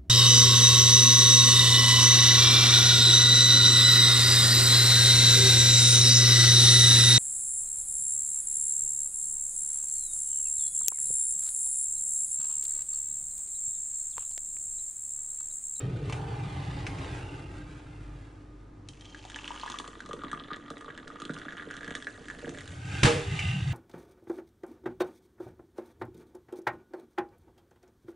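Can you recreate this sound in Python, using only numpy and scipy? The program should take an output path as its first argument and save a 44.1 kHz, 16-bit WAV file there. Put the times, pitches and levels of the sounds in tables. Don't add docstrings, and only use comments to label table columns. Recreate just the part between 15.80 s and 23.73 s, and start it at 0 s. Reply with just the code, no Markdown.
import sys
import numpy as np
from scipy import signal
from scipy.fft import rfft, irfft
from scipy.io import wavfile
from scipy.ndimage import uniform_filter1d, map_coordinates

SR = 44100
rng = np.random.default_rng(int(sys.argv[2]) if len(sys.argv) > 2 else 0)


def generate_wav(signal):
    frames = np.transpose(np.atleast_2d(signal))
    scaled = np.clip(frames, -1, 1) * 32767
    pcm = np.round(scaled).astype(np.int16)
    wavfile.write(sys.argv[1], SR, pcm)


N = 349713

TOP_HZ = 11200
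LIFT_S, TILT_S, UPRIGHT_S = 0.28, 1.3, 7.22
DEEP_S = 4.02

# (time [s], rumble level [dB], hiss level [dB]), before trims
COOLING_BOIL = [(0, -33, -53), (0.35, -35, -50.5), (0.9, -36.5, -49), (1.3, -39.5, -47.5), (1.8, -47, -56),
                (2.4, -48.5, -60.5), (2.8, -60, -71), (3.05, -53.5, -77)]
# (time [s], rumble level [dB], hiss level [dB])
RETURNING_BOIL = [(6.7, -62, -61), (6.9, -48, -61), (7.15, -38.5, -41.5), (7.42, -39, -45.5),
                  (7.62, -34, -41), (7.93, -32, -48)]
# (frequency [Hz], relative density [dB per Hz])
BODY_COLOUR = [(45, -9.5), (62, 8), (90, 2.5), (190, -8), (230, -9.5), (280, 4), (360, -2), (430, -5),
               (560, -10.5), (900, -15), (1500, -78)]
# (frequency [Hz], relative density [dB per Hz])
COOLING_HISS = [(530, -32), (900, -31), (1020, -5), (1500, -7), (1840, -7.5), (2730, -7), (5690, -19.5),
                (7590, -20), (10000, -24.5), (11500, -66)]
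RETURNING_HISS = [(500, -2.5), (1000, -13.5), (2000, -6), (2900, -3), (3700, -11.5), (5000, -11.5),
                  (7500, -9.5), (10000, -18.5), (11500, -35)]
# (frequency [Hz], width [Hz], relative level [dB])
WALL_MODES = [(1252, 95, 11), (1560, 140, 10), (2030, 110, 8), (2436, 59, 8.5), (3580, 380, 8),
              (4500, 49, 7.5)]
# (time [s], frequency [Hz])
HOLLOW_NOTE = [(0.3, 726), (0.4, 837.7), (0.52, 806.5), (0.901, 820), (1.6, 850.4), (7.699, 793.5)]
# (time [s], frequency [Hz])
SINGING_NOTE = [(1.27, 2287), (1.45, 2790), (1.8, 2676), (7.15, 2681), (7.7, 2773)]
# (frequency [Hz], gain [dB])
TILTED_COLOUR = [(900, -3.5), (1500, 2), (2500, -2.5), (3700, -2.5), (5500, 1)]
REFERENCE_RUMBLE_DB, RUMBLE_HZ, RUMBLE_HZ_PER_DB = -36, 120.1, 0.5
REFERENCE_HISS_DB, SING_GROWS = -33.5, 1.5
BARE_DB = 13.5
ON_BASE_DB = 5.5
FLUTTER_DB = 1.3


def boiling(table, hiss_colour, wall_db, rumble_trim_db, hiss_trim_db, sing_trim_db, body_trim_db,
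            hollow_trim_db):
    rumble_db, hiss_db = curves(table)
    pitch = RUMBLE_HZ + RUMBLE_HZ_PER_DB * (rumble_db - REFERENCE_RUMBLE_DB)
    sing_surge_db, body_surge_db = surges()
    sing_db = REFERENCE_HISS_DB + SING_GROWS * (hiss_db - REFERENCE_HISS_DB)
    sing_db = sing_db + sing_surge_db + BARE_DB * tilted()
    body_db = hiss_db + body_surge_db + ON_BASE_DB * (1 - ramp(LIFT_S, OPEN_S))
    hollow_db = hiss_db + hollow_trim_db + underside_db()

    rumble = rumbling(table, pitch)
    body = spread(coloured(crackle_pair(3000, 3.06), BODY_COLOUR))
    hollow = gliding(crackle_pair(3000, 3.06), HOLLOW_NOTE, width_hz=85, steep=1.13)
    sing = gliding(crackle_pair(500, 5.0), SINGING_NOTE, width_hz=190, steep=1.5)

    def hiss_gain(hz):
        return amp(along(hiss_colour, hz)) * (1 + amp(wall_db) * peaks(WALL_MODES, hz))

    hiss = spread(filtered(crackle_pair(3000, 3.06), hiss_gain))
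    hiss = reflected(hiss, echo_db=-7.0)
    recoloured = filtered(hiss, lambda hz: amp(along(TILTED_COLOUR, hz)))
    hiss = hiss + tilted() * (recoloured - hiss)

    fizz = amp(hiss_db + hiss_trim_db + FLUTTER_DB * wobble(22)) * hiss
    fizz = fizz + amp(sing_db + sing_trim_db) * sing
    low = amp(rumble_db + rumble_trim_db) * rumble + amp(body_db + body_trim_db) * body
    high = (amp(hollow_db) * hollow + fizz) * amp([[-.6], [.6]])
    return during(table, 0.59) * (low + high)


def rumbling(table, pitch):
    s, size = scatter(130, 2.9)
    active = (s > table[0][0] - .5) & (s < table[-1][0] + .5)
    s, size = s[active], size[active]
    hz = pitches(1.03 * pitch[(s * SR).astype(int)], 0.16, count=len(s))
    x = bubbles(s, size, hz, cycles=12.8, rise=0.028, onset=1.09)
    return x / np.sqrt(np.abs(uniform_filter1d(x ** 2, size=SR // 6)) + 1e-3)


# (time of crest [s], length [s], singing gain [dB], body gain [dB])
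PLATE_SURGES = [(1.444, 0.97, 4.5, 4), (7.703, 0.56, 22, -9)]


def surges():
    return sum(np.outer([sing_db, body_db], swell(s, length))
               for s, length, sing_db, body_db in PLATE_SURGES)


OPEN_S, COVERED_DB, GAP_DB, GAP_FADE_S = 0.066, -20, 14, 0.91


def underside_db():
    since = np.maximum(np.arange(N) / SR - LIFT_S, 0)
    opened = ramp(LIFT_S, OPEN_S)
    return COVERED_DB * (1 - opened) + GAP_DB * opened * np.exp(-since / GAP_FADE_S)


def tilted():
    return ramp(TILT_S, 0.043) - ramp(UPRIGHT_S, 0.043)


def reflected(x, echo_db):
    n = np.arange(N)
    lags = [(s + 0.000238 * wobble(2.5)) * SR for s in (.0012, .0031, .0058)]
    echoes = sum(np.array([np.interp(n - lag, n, side) for side in x]) for lag in lags)
    return unit(x + amp(echo_db) * echoes)


# (time [s], frequency [Hz])
PASSING_BAND = [(0.4, 3290), (1.05, 4670)]


def passing():
    band = gliding(crackle_pair(900, 5.9), PASSING_BAND, width_hz=800, steep=1.5)
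    return amp(-61.5) * swell(crest=0.95, length=0.53) * band


# (frequency [Hz], width [Hz], relative level [dB])
BASE_MODES = [(425, 80, 2)]
# (time [s], level [dB])
BASE_DRONE = [(0, -45), (.25, -47), (.6, -49.5), (.9, -84)]


def base():
    drone = spread(filtered(rng.standard_normal((2, N)), lambda hz: peaks(BASE_MODES, hz) ** 1.9))
    return amp(curves(BASE_DRONE)[0]) * drone


# (time [s], patter level [dB], spray level [dB]), before trims
POUR_LEVELS = [(3.1, -93, -66), (3.3, -70.5, -57.5), (3.74, -54, -52), (3.9, -51, -51), (4.26, -55.5, -60),
               (4.58, -50, -64.5), (5.1, -57, -65), (5.85, -51, -59.5), (6.45, -56.5, -55),
               (6.95, -58.5, -52)]
# (frequency [Hz], relative density [dB per Hz])
SPRAY_COLOUR = [(1350, -9.5), (2300, 4.5), (2990, -5), (3380, -8), (4240, -4), (5590, -10), (6710, -5),
                (8730, -12.5), (10300, -13), (11500, -59)]
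GURGLE_DB, STEADY_PATTER_DB, GURGLE_FOLLOWS, GURGLE_HZ = -54.5, -53.5, 0.46, 338
SHALLOW_GURGLE_DB, SHALLOW_TINKLE_DB = -4.5, 22


def stream():
    patter_db, spray_db = curves(POUR_LEVELS)
    gurgle_db = GURGLE_DB + GURGLE_FOLLOWS * (patter_db - STEADY_PATTER_DB)
    gurgle_db = gurgle_db + SHALLOW_GURGLE_DB * (1 - ramp(DEEP_S, 0.12))
    gurgle_db = gurgle_db + 10.5 * swell(crest=6.68, length=0.2)

    s, size = scatter(240, 5.0)
    patter = unit(mug(s, size))
    impacts = np.bincount((s * SR).astype(int), size, N)[:N]
    ticks = unit(coloured(impacts, SPRAY_COLOUR))

    s, size = scatter(700, 3.5)
    hz = np.minimum(pitches(6040, 0.404, count=len(s)), TOP_HZ)
    droplets = bubbles(s, size, hz, cycles=31, rise=0.046, onset=0.59)
    spray = unit(coloured(droplets, SPRAY_COLOUR))

    s, size = scatter(140, 14.0)
    rise = rng.normal(0.12, 0.1, (len(s), 1))
    tinkle = unit(bubbles(s, size, pitches(2980, 0.19, count=len(s)), cycles=25, rise=rise, onset=2.8))

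    s, size = scatter(130, 3.0)
    gurgle = unit(gulps(s, size, pitches(GURGLE_HZ, 0.29, count=len(s))))

    splashes = amp(1.34) * patter + amp(-27.5 + SHALLOW_TINKLE_DB * shallow()) * tinkle
    treble = amp(-3.0) * ticks + amp(0.5) * spray
    water = amp(patter_db) * splashes + amp(spray_db - 8.5) * treble + amp(gurgle_db) * gurgle
    return during(POUR_LEVELS, 0.039) * water


# (time [s], frequency [Hz])
FILLING_NOTE = [(3.3, 840), (3.8, 1117), (4.2, 1165), (5.3, 1380), (6.0, 1460), (6.9, 1870)]
# (frequency [Hz], life [cycles], relative level [dB])
MUG_MODES = [(1220, 21, -6.5), (1670, 17, -0.5), (1940, 18, -7.5), (3340, 22, -0.5)]


def mug(s, size):
    modes = [(np.interp(s, *np.transpose(FILLING_NOTE)), 15, 0)] + MUG_MODES
    ringing = np.zeros(N)
    for hz, cycles, db in modes:
        strength = size * amp(db) * rng.uniform(.2, 1, len(s))
        glide = rng.normal(0, 0.026, (len(s), 1))
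        ringing += bubbles(s, strength, pitches(hz, 0.09, count=len(s)), cycles, rise=glide, onset=1.0)
    return ringing


# (time [s], relative level [dB], bubble frequency [Hz], relative spatter level [dB])
LOUD_DROPS = [(3.0873, -54, 3100, -44), (3.135, -46, 3150, -63), (3.21, -42, 3280, -51),
              (3.255, -40, 3200, -53), (3.3465, -31.5, 1640, -52), (3.451, -35, 766, -48),
              (3.4996, -38, 1670, -48.5), (3.5186, -38, 1700, -52), (3.545, -26, 2980, -60),
              (3.5601, -26.5, 1700, -42), (3.5888, -27, 2630, -59), (3.644, -25.5, 2760, -63),
              (3.678, -22.5, 2880, -47), (3.706, -25.5, 950, -59), (3.717, -33, 2920, -52),
              (3.7774, -33, 2980, -64), (3.7977, -35, 1710, -44.5), (3.8336, -23.5, 995, -52),
              (3.8615, -28, 1000, -48), (3.8772, -27, 1670, -52), (3.8997, -28.5, 1050, -38),
              (3.9185, -40, 947, -41.5), (3.9414, -27.5, 1126, -59), (3.9867, -28, 3480, -38),
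              (3.9993, -25, 1035, -41.5), (4.043, -32, 1140, -57), (4.077, -33.5, 1100, -44.5),
              (4.2042, -28, 1550, -49.5), (4.2604, -36, 1140, -49.5), (4.29, -36, 1110, -52),
              (4.3105, -27, 1140, -60), (4.3316, -29, 1200, -44.5), (4.417, -36, 1220, -69),
              (4.436, -25, 1160, -57), (4.5149, -28, 1650, -45.5), (4.5305, -20.5, 1200, -51),
              (4.598, -29.5, 3330, -73), (4.638, -34, 3400, -65), (4.7051, -27.5, 1230, -72),
              (4.7141, -25, 1200, -68), (4.732, -27.5, 1680, -67), (4.733, -26.5, 3600, -61),
              (4.7613, -35, 1220, -51), (4.9029, -30, 1240, -44), (4.98, -46, 1660, -54),
              (5.01, -39, 1200, -52.5), (5.045, -34, 1180, -59), (5.081, -30, 1190, -73),
              (5.1022, -30, 1700, -66), (5.1767, -31, 1650, -50), (5.278, -35.5, 1280, -49.5),
              (5.302, -31, 1250, -62), (5.358, -34.5, 1250, -62), (5.4006, -34, 1310, -46),
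              (5.419, -28.5, 1270, -45.5), (5.4523, -25, 3320, -45), (5.4948, -24, 1420, -54),
              (5.509, -36, 1550, -53), (5.536, -40, 1620, -49), (5.5415, -39, 3370, -48),
              (5.5772, -34, 1440, -55), (5.587, -42, 3380, -48), (5.66, -33, 1550, -72),
              (5.6836, -25.5, 1580, -68), (5.723, -28.5, 1590, -55), (5.732, -34, 1650, -62),
              (5.769, -32, 1660, -56), (5.7966, -25, 1630, -65), (5.808, -34, 1700, -68),
              (5.823, -30, 1650, -58), (5.91, -26, 1570, -47), (5.94, -32, 1650, -51),
              (5.967, -37, 1690, -46.5), (6.0084, -31, 1670, -56), (6.031, -32, 1680, -58),
              (6.045, -30, 1700, -50), (6.078, -26, 1600, -50), (6.107, -26, 1650, -48.5),
              (6.1517, -22, 1770, -37), (6.2244, -32, 1640, -49), (6.2449, -42, 1630, -51),
              (6.2695, -20, 1690, -48), (6.4838, -29.5, 1670, -48), (6.5006, -23.5, 1670, -51),
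              (6.646, -29.5, 1680, -68), (6.6783, -32, 1660, -63), (6.6927, -35, 1660, -45.5),
              (6.747, -33.5, 1740, -54), (6.7743, -33, 1700, -52), (6.786, -33, 1800, -48),
              (6.8072, -32.5, 1900, -49), (6.877, -36, 1640, -46)]
# (frequency [Hz], relative density [dB per Hz])
SPATTER_COLOUR = [(1500, -3.5), (2400, -1), (3400, 11.5), (4800, 0.5), (6700, 1), (9000, -7.5),
                  (10500, -19), (11500, -20)]
RIM_HZ, RIM_DB, RIM_DAMPING_DB_PER_S = 3160, -5, 35


def drops():
    s, db, hz, spatter_db = np.transpose(LOUD_DROPS)
    snap = bubbles(s, amp(db - 3.5), hz, cycles=5.8, rise=0.073, onset=1.07)
    glide = rng.normal(0.024, 0.093, (len(s), 1))
    plinks = bubbles(s, amp(db - 11), hz, cycles=35, rise=glide, onset=1.94)
    rebound_s = s + rng.uniform(0.00201, 0.013, len(s))
    rebound = mug(rebound_s, amp(db - 13.5))
    rim_db = spatter_db + RIM_DB - RIM_DAMPING_DB_PER_S * (s - s[0])
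    rim = bubbles(s, amp(rim_db), np.full(len(s), RIM_HZ), cycles=260, rise=0, onset=1)
    impact = bursts(s, spatter_db + 8.0, t60=0.0042, attack=0.00022)
    scattering = bursts(s, spatter_db + 0.5, t60=0.014, attack=0.0011)
    return snap + plinks + rebound + rim + coloured(impact + scattering, SPATTER_COLOUR)


# (time [s], relative level [dB], frequency [Hz])
CRATERS = [(3.999, -39, 290), (4.078, -42, 435), (4.2894, -36, 447), (4.3315, -29, 435), (4.436, -35, 310),
           (4.53, -35, 285), (4.714, -35, 304), (4.7607, -42, 310), (4.9024, -37.5, 426),
           (5.081, -37.5, 420), (5.1758, -45, 377), (5.418, -39, 296), (5.4525, -37, 304),
           (5.4946, -28.5, 282), (5.659, -37.5, 298), (5.8688, -36, 400), (6.0105, -41, 416),
           (6.0781, -37, 295), (6.107, -34, 282), (6.152, -38, 254), (6.6197, -41, 428), (6.6462, -38, 286),
           (6.6776, -31.5, 332), (6.6923, -40, 253)]
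GULP_DELAY_S, GULP_WIDTH_S, GULP_FALL_S = 0.00844, 0.0041, 0.0079


def heavy_gulps():
    s, db, hz = np.transpose(CRATERS)
    plop_hz = np.full(len(s), 165)
    plop = bubbles(s + GULP_DELAY_S / 2, amp(db - 13), plop_hz, cycles=10, rise=0, onset=.5)
    return gulps(s, amp(db), hz) + plop


def gulps(s, size, hz):
    t = np.arange(SR // 30) / SR
    since = t - GULP_DELAY_S
    variation = rng.uniform(-1.01, 1, (2, len(s), 1)) * np.reshape([0.4, 0.8], (2, 1, 1))
    width, fall = np.exp(variation)
    fall_s = GULP_FALL_S * fall
    turns = hz[:, None] * fall_s * (1 - np.exp(-since / fall_s)) + rng.random((len(s), 1))
    shape = np.exp(-(since / (GULP_WIDTH_S * width)) ** 2)
    return placed(s, size[:, None] * np.sin(2 * np.pi * turns) * shape)


# (frequency [Hz], relative density [dB per Hz])
WASH_COLOUR = [(700, -25), (1600, -2), (3000, 5), (4200, -7), (6500, -4), (11000, -29)]
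WASH_DB, WASH_NOTE_DB = -3.5, -4.5


def wash():
    patter_db, spray_db = curves(POUR_LEVELS)
    froth = unit(coloured(crackle(700, 6), WASH_COLOUR))
    note = gliding(crackle_pair(1000, 2.3), FILLING_NOTE, width_hz=720, steep=1.9)[0]
    both = amp(spray_db + WASH_DB) * froth + amp(patter_db + WASH_NOTE_DB) * note
    return during(POUR_LEVELS, 0.078) * shallow() * both


def first_trickle():
    ring = unit(filtered(crackle(45, 3.0), lambda hz: peaks([(RIM_HZ, 80, 0)], hz) ** 1.5))
    return amp(-62) * ramp(LOUD_DROPS[0][0], 0.14) * shallow() * ring


def shallow():
    return 1 - ramp(DEEP_S - 0.097, 0.097)


# (frequency [Hz], gain [dB])
DEEP_WATER = [(105, -4), (150, 6), (215, -1), (290, 2.5), (355, -3), (435, 4), (530, -4.5), (650, 4),
              (860, -6), (1200, 0), (5000, -1), (8800, 2)]


def deepened(x):
    deep = filtered(x, lambda hz: amp(along(DEEP_WATER, hz)))
    return deep + shallow() * (x - deep)


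# (time [s], relative thud level [dB], relative clack level [dB])
KNOCK_HITS = [(7.231, -11.5, -8), (7.247, -6.5, -20.5), (7.253, -33, -15.5), (7.261, -20, -26),
              (7.274, -20, -29), (7.294, -24, -35.5)]
# (frequency [Hz], relative density [dB per Hz])
CLACK_COLOUR = [(60, -5), (280, 4.5), (450, -3.5), (1000, -3.5), (1700, -2.5), (2700, -2.5), (3700, -6.5),
                (4700, -10.5), (8000, -15), (10300, -23), (11500, -60)]
# (frequency [Hz], relative level [dB], decay by 60 dB [s], swell [s])
STEEL_RING = [(474.5, 3.5, 0.3, 0.11), (614, -3, 0.25, 0.093), (304, -23.5, 0.6, 0.014),
              (397, -27.5, 0.95, 0.019), (828, -24.5, 0.37, 0.025), (1253, -9.5, 0.19, 0.054)]


def knock():
    s, thud_db, clack_db = np.transpose(KNOCK_HITS)
    thud = bubbles(s, amp(thud_db - 2.0), np.full(len(s), 128.), cycles=7.3, rise=-0.08, onset=0.12)

    def crash():
        clatter = bursts(s, clack_db - 8.5, t60=0.079, attack=0.0014)
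        return clatter + bursts(s, clack_db - 20.0, t60=0.5, attack=0.0026)

    clack = widen(coloured(np.array([crash(), crash()]), CLACK_COLOUR))
    start = int(s[0] * SR)
    t, ring = np.arange(N - start) / SR, np.zeros((2, N))
    for hz, db, t60, swell_s in STEEL_RING:
        slosh = 0.7 * wobble(45)[start:]
        phase = 2 * np.pi * hz * t + slosh
        lead = np.array([[1], [-1]]) * rng.choice([-1, 1]) * np.arctan(amp(along(SIDE_LEVEL, hz)))
        beating_db = 2 * wobble(30)[start:]
        level = amp(db + beating_db - 60 * t / t60) * (1 - np.exp(-(t / swell_s) ** 2))
        ring[:, start:] += level * np.sin(phase + lead)
    return thud + clack + amp(-3.5) * ring * amp([[-1], [1]])


# (time [s], relative tick level [dB], relative body level [dB])
LIGHT_CLICKS = [(0.297, -36.5, -26.5), (0.324, -28.5, -29), (1.066, -28.5, -40), (1.184, -39, -55),
                (7.591, -25, -44)]
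# (frequency [Hz], relative density [dB per Hz])
TICK_COLOUR = [(700, -21), (1400, 1), (2500, 10.5), (3600, -4.5), (6000, -5.5), (10000, -14), (12000, -59)]
# (frequency [Hz], width [Hz], relative level [dB])
CLICK_MODES = [(720, 330, 0)]


def clicks():
    s, tick_db, body_db = np.transpose(LIGHT_CLICKS)
    tick = coloured(bursts(s, tick_db - 5.0, t60=0.04, attack=0.00046), TICK_COLOUR)
    puffs = bursts(s, body_db - 5.0, t60=0.012, attack=0.0008)
    return tick + filtered(puffs, lambda hz: unit(peaks(CLICK_MODES, hz) ** 1.24))


# (frequency [Hz], decay by 60 dB [s])
ROOM_DECAY = [(100, 0.32), (300, 0.46), (1000, 0.28), (4000, 0.13), (10000, 0.52)]


def kitchen(x, wet_db):
    hz, t, z = signal.stft(rng.standard_normal((2, SR // 2)), SR, nperseg=256)
    decay = amp(-60 * t / along(ROOM_DECAY, hz)[:, None])
    decay = decay + 2.26 * amp(-60 * t / 0.014)
    tail = spread(signal.istft(z * decay, SR, nperseg=256)[1])[:, :SR // 2]
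    delayed = np.pad(x, (SR // 400, 0))[None]
    answer = signal.fftconvolve(delayed, tail / np.linalg.norm(tail[0]), axes=1)[:, :N]
    return x + amp(wet_db) * answer


# (frequency [Hz], relative level [dB])
HUM_TONES = [(49.5, -50), (101, -58.5), (300.5, -56.5), (1227, -70)]
# (time [s], gain [dB])
HUM_COURSE = [(0, 1), (1.5, 1), (3.2, -4), (4.2, -8), (5.5, -21), (6.5, -9), (7.93, -2.5)]
# (frequency [Hz], relative density [dB per Hz])
AIR_COLOUR = [(22, -1.5), (50, -11), (100, -0.5), (210, -7), (290, 2.5), (400, -8), (600, -14),
              (1200, -18.5), (3000, -32), (6000, -37), (11000, -49.5)]


def background():
    t = np.arange(N) / SR
    hum = np.zeros(N)
    for hz, db in HUM_TONES:
        level = amp(db - 0.5 + 3.0 * wobble(6.08)) * np.sqrt(2)
        hum += level * np.sin(2 * np.pi * hz * t + 0.92 * wobble(5.115))
    air = spread(coloured(rng.standard_normal((2, N)), AIR_COLOUR))
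    port_colour = [(30, -9), (120, -15), (400, 7.5), (1500, -33)]  # (frequency [Hz], density [dB per Hz])
    ports = unit(coloured(rng.standard_normal((2, N)), port_colour))
    return amp(curves(HUM_COURSE)[0]) * hum + amp(-55.0) * air + amp(-66.5) * ports


def bubbles(s, size, hz, cycles, rise, onset):
    t = np.arange(int(SR * cycles / np.min(hz))) / SR
    turns = hz[:, None] * t
    shape = amp(-60 * turns / cycles) * (1 - np.exp(-(turns / onset) ** 2))
    tone = np.sin(2 * np.pi * turns * (1 + rise * turns / cycles))
    return placed(s, size[:, None] * shape / shape.max() * tone)


def placed(s, waves):
    at = (s[:, None] * SR).astype(int) + np.arange(waves.shape[1])
    return np.bincount(at.ravel(), waves.ravel(), N)[:N]


def bursts(s, db, t60, attack):
    t, level = np.arange(SR // 2) / SR, np.zeros(N + SR)
    puff = amp(-60 * t / t60) * (1 - np.exp(-(t / attack) ** 2))
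    for start, size in zip(s, amp(db)):
        level[int(start * SR):][:len(t)] += size * puff / puff.max()
    return level[:N] * rng.standard_normal(N)


def pitches(centre_hz, scatter_share, count):
    return centre_hz * np.exp(scatter_share * np.clip(rng.standard_normal(count), -2, 2))


def scatter(rate, spread_db):
    draw = rng.random((int(rate * N / SR), 2))
    size = amp(-spread_db * np.log(np.maximum(draw[:, 1], np.exp(-3))))
    return draw[:, 0] * N / SR, size


def crackle(rate, spread_db):
    s, size = scatter(rate, spread_db)
    return np.bincount((s * SR).astype(int), size * rng.choice([-1, 1], len(s)), N)[:N]


def crackle_pair(rate, spread_db):
    return np.array([crackle(rate, spread_db) for _ in range(2)])


def gliding(pair, track, width_hz, steep):
    pitch, = curves(track)
    ring = filtered(pair, lambda hz: peaks([(pitch.max(), width_hz, 0)], hz) ** steep)
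    place = np.cumsum(pitch / pitch.max())
    return spread(np.array([np.interp(place, np.arange(N), side) for side in ring]))


# (frequency [Hz], level [dB])
SIDE_LEVEL = [(60, -62), (130, -60), (200, -56), (340, -28), (620, -2), (1100, -2.5), (2000, -5),
              (3500, -18.5), (6300, -6.5), (9000, 2)]


def widen(pair):
    mid, side = pair[0], filtered(pair[1], lambda hz: amp(along(SIDE_LEVEL, hz)))
    return np.array([mid + side, mid - side])


def spread(pair):
    return widen(pair) / np.sqrt(np.mean(pair[0] ** 2))


def filtered(x, gain, size=16384):
    cepstrum = irfft(np.log(np.maximum(gain(np.fft.rfftfreq(size, 1 / SR)), 1e-6)))
    cepstrum[1:size // 2] *= 2
    cepstrum[size // 2 + 1:] = 0
    response = irfft(np.exp(rfft(cepstrum)))[:size // 2]
    return signal.oaconvolve(x, response if x.ndim == 1 else response[None], axes=-1)[..., :x.shape[-1]]


def coloured(x, spectrum):
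    return filtered(x, lambda hz: unit(amp(along(spectrum, hz))))


def peaks(modes, hz):
    return np.sqrt(sum(amp(db) ** 2 / (1 + ((hz * hz - c * c) / (hz * w + 1)) ** 2) for c, w, db in modes))


def along(points, hz):
    f, v = np.transpose(points)
    return np.interp(np.log(hz + 1), np.log(f), v)


def curves(rows):
    s, *cols = np.transpose(rows)
    return [np.interp(np.arange(N) / SR, s, c) for c in cols]


def during(rows, fade):
    first, last = rows[0][0], rows[-1][0]
    return np.interp(np.arange(N) / SR, [first - fade, first, last, last + fade], [0, 1, 1, 0])


def ramp(start, length):
    return np.clip((np.arange(N) / SR - start) / length, 0, 1)


def swell(crest, length):
    return np.exp(-(2 * (np.arange(N) / SR - crest) / length) ** 2)


def wobble(rate):
    steps = np.linspace(0, N * rate / SR, N // 100)
    smooth = map_coordinates(rng.standard_normal(int(steps[-1]) + 4), [steps])
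    return np.interp(np.arange(N) * rate / SR, steps, smooth)


def unit(x):
    return x / np.sqrt(np.mean(x ** 2) + 1e-20)


def amp(db):
    return 10 ** (np.asarray(db) / 20)


def scene():
    cooling = boiling(COOLING_BOIL, COOLING_HISS, wall_db=-9.0, rumble_trim_db=0.0, hiss_trim_db=0.5,
                      sing_trim_db=-14.5, body_trim_db=3.5, hollow_trim_db=-8.5)
    reheating = boiling(RETURNING_BOIL, RETURNING_HISS, wall_db=6.0, rumble_trim_db=3.5, hiss_trim_db=1.5,
                        sing_trim_db=-14.0, body_trim_db=-4.5, hollow_trim_db=-10.0)
    kettle = cooling + passing() + base() + reheating
    water = deepened(stream() + wash() + first_trickle() + drops() + heavy_gulps())
    pan_db = np.array([[-1], [1]]) * ramp(POUR_LEVELS[0][0], 2.3)
    pour = kitchen(water, wet_db=-0.5) * amp(pan_db)
    return kettle + pour + knock() + kitchen(clicks(), wet_db=3.0) + background()


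def record(dry):
    return signal.sosfiltfilt(signal.butter(12, TOP_HZ, fs=SR, output="sos"), dry)


dry = scene()
out = record(dry)
generate_wav(out)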